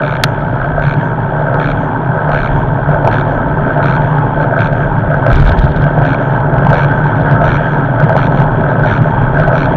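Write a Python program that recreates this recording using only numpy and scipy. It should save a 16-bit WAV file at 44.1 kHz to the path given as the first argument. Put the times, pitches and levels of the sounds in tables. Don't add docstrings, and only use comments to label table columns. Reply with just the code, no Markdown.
import sys
import numpy as np
from scipy import signal
from scipy.fft import rfft, irfft
from scipy.io import wavfile
from scipy.ndimage import uniform_filter1d

SR = 44100
rng = np.random.default_rng(int(sys.argv[2]) if len(sys.argv) > 2 else 0)


def transcribe(signal):
    frames = np.atleast_2d(signal).T
    limited = np.clip(frames, -1, 1)
    pcm = np.round(limited * 32767).astype(np.int16)
    wavfile.write(sys.argv[1], SR, pcm)


N = 430416
T = np.arange(N) / SR

# first snap t/s, last snap t/s, link rate/Hz
TIGHT_SPOTS = [(.003, .166, 67.5), (.821, .937, 68.7), (1.598, 1.714, 69.4), (2.316, 2.472, 70.8),
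               (3.112, 3.209, 72.3), (3.827, 3.963, 73.3), (4.589, 4.67, 74.1), (5.3, 5.489, 74.2),
               (6.049, 6.143, 74.5), (6.74, 6.844, 77), (7.452, 7.566, 78.9), (8.175, 8.267, 75.8),
               (8.858, 8.975, 77.1), (9.552, 9.655, 77.6)]


def undb(db):
    return 10 ** (np.asarray(db) / 20)


def unit(x):
    return x / np.sqrt(np.mean(x ** 2))


def noise():
    return rng.standard_normal(N)


def walk(rate):
    knots = rng.standard_normal(4096)
    return unit(np.interp(T * rate, np.arange(len(knots)), knots))


def burst(age, t60):
    return (age >= 0) * np.exp(-np.log(1000) * np.maximum(age, 0) / t60)


def swell(offset, spread):
    return np.exp(-.5 * (offset / spread) ** 2)


def even(x, size):
    return x / np.sqrt(uniform_filter1d(x ** 2, size=size))


def cut(x, hz, kind, order=2):
    return signal.sosfilt(signal.butter(order, hz, kind, fs=SR, output="sos"), x)


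def ring(x, modes):
    return sum((-1) ** k * undb(db) * signal.lfilter(*signal.iirpeak(hz, hz / width, fs=SR), x)
               for k, (hz, width, db) in enumerate(modes))


def colour(x, points, size=4096):
    hz, db = np.transpose(points)
    bins = np.maximum(np.arange(size // 2 + 1), .5) * SR / size
    gain = undb(np.interp(np.log(bins), np.log(hz), db))
    cepstrum = irfft(np.log(gain))
    cepstrum[1:size // 2] *= 2
    cepstrum[size // 2 + 1:] = 0
    return signal.oaconvolve(x, irfft(np.exp(rfft(cepstrum))))[:N]


def chain():
    first, last, hz = np.transpose(TIGHT_SPOTS)
    edges = np.append(np.column_stack([first, last]), last[-1] + 1)
    counts = np.round(np.diff(edges) * np.repeat(hz, 2))
    passed = np.append(0, np.cumsum(counts))
    return np.interp(T, edges, passed), np.interp(T, first, hz)


def disperse(x, travel_s):
    f = np.fft.rfftfreq(N, 1 / SR)
    cycles = travel_s * (2 * np.sqrt(2000 * f) - .45 * f)
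    return irfft(rfft(x) * np.exp(-2j * np.pi * cycles), N)


def housing(x):
    # f/Hz, width/Hz, level/dB
    modes = [(2290, 230, -4), (3280, 190, -6), (3460, 110, -8), (3670, 120, -4), (4220, 220, -1),
             (5170, 180, -2), (5770, 240, 1), (6420, 240, -2), (7150, 220, -4)]
    return x + sum(undb(db) * ring(x, [(hz, width, 0)]) for hz, width, db in modes)


def rattle(links, hz, level_db=-29, slack_db=-20, rebound_s=.0052, rebound_db=-10):
    # t/s, level/dB against the tight spot
    flutters = [(2.92, -10.5), (4.04, -12), (4.42, -3.5), (5.77, -10), (6.22, -10), (7.07, -8.5),
                (7.73, -6.5), (8.38, -3), (8.7, -10)]
    at = np.flatnonzero(np.diff(np.floor(links))) + 1
    size, bounce = rng.standard_normal((len(at), 2)).T
    speed = hz[at] / hz.mean()
    tight = sum((T[at] > first - .5 / rate) & (T[at] < last + .5 / rate)
                for first, last, rate in TIGHT_SPOTS)
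    whip_db = np.minimum(slack_db + 3.6 * speed ** 9 * size, 0)
    flutter = sum(undb(db) * swell(T[at] - s, spread=.018) for s, db in flutters)
    force = np.where(tight, undb(1.2 * size), np.hypot(undb(whip_db), flutter)) * speed ** .66
    snaps = np.zeros(N + SR)
    snaps[at] += force
    rebound_at = at + (SR * rebound_s * (1 + .1 * bounce)).astype(int)
    snaps[rebound_at] += force * undb(rebound_db)
    grind = np.sign(noise()) * signal.lfilter(np.hanning(110), 1, snaps[:N])
    contact = disperse(unit(np.roll(snaps[:N], 20)) + .9 * unit(grind), travel_s=.0035)
    # f/Hz, level/dB
    tick_eq = [(600, -17.5), (1200, 13.5), (1550, 18), (1950, -4), (2300, 4.5), (2800, -7.5), (3500, -6.5),
               (4300, -14.5), (4700, -38), (6100, -30), (7100, -34), (8000, -53), (10300, -36),
               (13000, -71.5)]
    ticks = unit(housing(colour(contact, tick_eq)))
    band = [(5850, 260, 0)]
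    zing = unit(ring(ring(contact, band), band)) * (hz / hz.mean()) ** 10
    return undb(level_db) * ticks + undb(-68) * zing


def each_turn(place, spread):
    ends = np.transpose(TIGHT_SPOTS)[1]
    turns = np.polyval(np.polyfit(ends, np.arange(len(ends)), 2), T)
    return swell((turns - place + .5) % 1 - .5, spread)


def pedalling(waver_db=1.35):
    # place/turns, spread/turns, drone/dB, hum/dB, ring/dB, whirr/dB
    loads = [(.13, .08, 2, 1.45, 2, 2.5), (.31, .065, -1, 2.5, 2, -1), (.61, 0.057, 5.5, 1.3, 6.5, 0),
             (.81, 0.062, 8, 3, 7, -1), (0.891, 0.025, -2, 0, -0.5, 9)]
    lifts = sum(np.outer(lift_db, each_turn(place, spread)) for place, spread, *lift_db in loads)
    return [lift + waver_db * walk(14) for lift in lifts]


def impacts(links, hz, t60, steady, clean, scatter_db=1.6):
    force = undb(scatter_db * rng.standard_normal(int(links[-1]) + 1))[links.astype(int)]
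    taps = unit(force * np.diff(np.floor(links), prepend=0))
    pushes = unit(force * burst(links % 1 / hz, t60))
    return clean * taps + unit(noise() * (pushes + steady))


def drivetrain(links, hz):
    # f/Hz, width/Hz, level/dB
    frame_modes = [(497, 82, -1.5), (610.3, 98, 5), (693, 87, 4)]
    stay_modes = [(796.5, 89, -6.5), (882.4, 55.5, 0.5), (931.7, 51.5, -1), (1087, 180, -12)]
    chainring_modes = [(1305, 59, 4.5), (1446, 77, 4), (1545, 86, 7.5), (1661, 78, -8.5)]
    # f/Hz, level/dB
    whirr_eq = [(900, -15), (1700, 17), (2000, 0), (2300, -2), (2750, -5), (3300, -3), (3800, -20.5),
                (4300, -22.5), (4900, -33), (6300, -37), (7800, -59), (15000, -69.5)]
    # t/s, level/dB
    hum_drift = [(0, -3.5), (1.3, -1), (2.4, 1), (3.6, 0), (4.22, 2.5), (4.5, 0.5), (4.88, -2.5), (4.92, 4),
                 (4.97, -1), (5.9, -0.5), (6.4, 1.6), (9.76, 1)]
    speed = hz / hz.mean()
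    drone_db, hum_db, ring_db, whirr_db = pedalling()
    drone = ring(impacts(links, hz, t60=.03, steady=.26, clean=.34), frame_modes)
    drone = even(cut(drone, [400, 900], "band", order=3), size=5000)
    hum = ring(impacts(links, hz, t60=.14, steady=1, clean=.5), stay_modes)
    hum = even(cut(hum, [650, 1400], "band", order=3), size=5000)
    teeth = ring(impacts(links, hz, t60=.022, steady=.9, clean=.47), chainring_modes)
    teeth = even(cut(teeth, 1905, "low", order=8), size=5000)
    rollers = impacts(links, hz, t60=.028, steady=1.05, clean=0)
    whirr = unit(housing(colour(rollers, whirr_eq)))
    return (drone * undb(-22 + drone_db) * speed ** 2.8
            + hum * undb(-23 + hum_db + np.interp(T, *np.transpose(hum_drift)))
            + teeth * undb(-25.5 + ring_db) * speed ** 3.7
            + whirr * undb(-33.5 + whirr_db) * speed ** 2.2)


def tyres(speed, rumble_db=-14, roar_db=-21):
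    # f/Hz, width/Hz, level/dB
    mount_modes = [(108.5, 13.5, -5.5), (147.2, 15.8, -0.5)]
    fork_modes = [(207, 150, -2.5), (284.8, 49.7, 3.5), (384.3, 38, -0.5), (489, 41, -4)]
    # t/s, level/dB
    patches = [(0.261, -15), (.87, -9), (.98, -11), (1.251, -16), (2.09, -11.5), (2.91, -6), (3.04, -14.5),
               (4.14, -10.5), (4.62, -11.5), (4.96, -10), (5.3, -8), (5.42, -2), (5.651, -6.5),
               (5.84, -6.5), (6.001, -4), (6.69, -6.5), (6.86, -6.5), (7.34, -4), (8.05, -3.5),
               (8.42, -4.5), (9.021, -4)]
    rumble = cut(cut(ring(noise(), mount_modes), 230, "low"), 99, "high")
    roar = unit(cut(cut(ring(noise(), fork_modes), 470, "low", order=3), 160, "high"))
    rolling = undb(rumble_db + 1.6 * walk(18)) * speed ** 3.4
    thumps = sum(undb(db) * swell(T - s, spread=.02) for s, db in patches)
    return (even(rumble, size=2600) * np.hypot(rolling, thumps)
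            + roar * undb(roar_db + .99 * walk(8.3)) * speed ** 3.1)


def wind(speed, breeze_db=-22, rise_s=.014):
    # f/Hz, level/dB
    buffet_eq = [(10, -9.5), (22, 5.5), (44, 7), (60, -3), (85, -2), (150, -26), (400, -34.5), (1200, -83)]
    # t/s, length/s, relative level/dB
    gust_hits = [(0.384, 0.33, -27.5), (5.324, 0.21, -4.5), (5.574, 0.085, -6.5), (5.676, .15, -16.5),
                 (7.204, 0.069, -21), (8.805, 0.063, -22), (9.398, 0.085, -17.5)]
    eddies = even(colour(noise(), buffet_eq, size=16384), size=6000)
    swings = even(cut(cut(noise(), 49, "low", order=3), 37.5, "high"), size=3000)
    breeze = undb(breeze_db + 3.5 * walk(9)) * speed ** 2.5
    gusts = sum(undb(db) * np.clip(np.minimum(T - s, s + length - T) / rise_s + .5, 0, 1)
                for s, length, db in gust_hits)
    rasp = unit(housing(cut(noise() * swings ** 2, [2800, 3900], "band")))
    return eddies * np.hypot(breeze, gusts * undb(-1)) + gusts * (swings * undb(-2.5) + rasp * undb(-29))


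def knocks(push_s=.0012):
    # t/s, f/Hz, envelope peak/dB
    jolts = [(0.2404, 1370, -4), (.24, 700, -6), (.562, 800, -9), (3.074, 857, 0.5), (3.084, 800, -8),
             (3.572, 910, -6), (3.791, 646, -3.5), (4.334, 840, -8), (5.226, 940, -6), (5.949, 616, -7),
             (5.978, 675, -3.5), (6.019, 780, -2.5), (6.668, 860, 1), (6.741, 707, -9), (7.27, 656, -11),
             (7.553, 1410, -12), (8.094, 820, 0.5), (8.154, 646, 2), (8.165, 825, 2), (8.419, 866, -4),
             (8.696, 824, -6)]
    # t/s, relative level/dB, t60/s
    crack_hits = [(0.2366, 12.5, 0.018), (3.074, -17, 0.019), (3.083, -29, .025)]
    # f/Hz, level/dB
    crack_eq = [(300, -26.5), (1000, -5.5), (1600, 6), (2400, 1), (3600, 3), (4500, -0.5), (6200, -12),
                (8000, -34), (11000, -13), (16000, -50)]
    bumps = np.zeros(N)
    for s, hz, db in jolts:
        start = int(s * SR)
        age = T[:min(SR // 20, N - start)]
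        push = age / push_s * np.exp(1 - age / push_s)
        bumps[start:start + len(age)] += undb(db) * push * np.sin(2 * np.pi * hz * age)
    cracks = np.sign(noise()) * sum(undb(db) * burst(T - s, t60) for s, db, t60 in crack_hits)
    return cut(bumps, 3600, "low", order=4) + undb(-1) * colour(cracks, crack_eq)


def swish(hz=6370, width_hz=580, level_db=-65.5):
    band = [(hz, width_hz, 0)]
    return unit(ring(ring(noise(), band), band)) * undb(level_db) * each_turn(place=.15, spread=.059)


def scene():
    links, hz = chain()
    speed = hz / hz.mean()
    mix = drivetrain(links, hz) + rattle(links, hz) + swish() + tyres(speed) + wind(speed) + knocks()
    return mix[None]


def record(dry, hardness=10, notch_hz=8050, notch_width_hz=1200, hiss_db=-81, top_hz=15600):
    rounded = dry / (1 + np.abs(dry) ** hardness) ** (1 / hardness)
    dipped = signal.lfilter(*signal.iirnotch(notch_hz, notch_hz / notch_width_hz, fs=SR), rounded)
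    dulled = cut(dipped, 13000, "low", order=3)
    sagging = cut(dulled, 30, "high", order=1)
    top_cut = signal.ellip(8, .2, 70, top_hz, fs=SR, output="sos")
    return signal.sosfilt(top_cut, sagging + undb(hiss_db) * noise())


dry = scene()
out = record(dry)
transcribe(out)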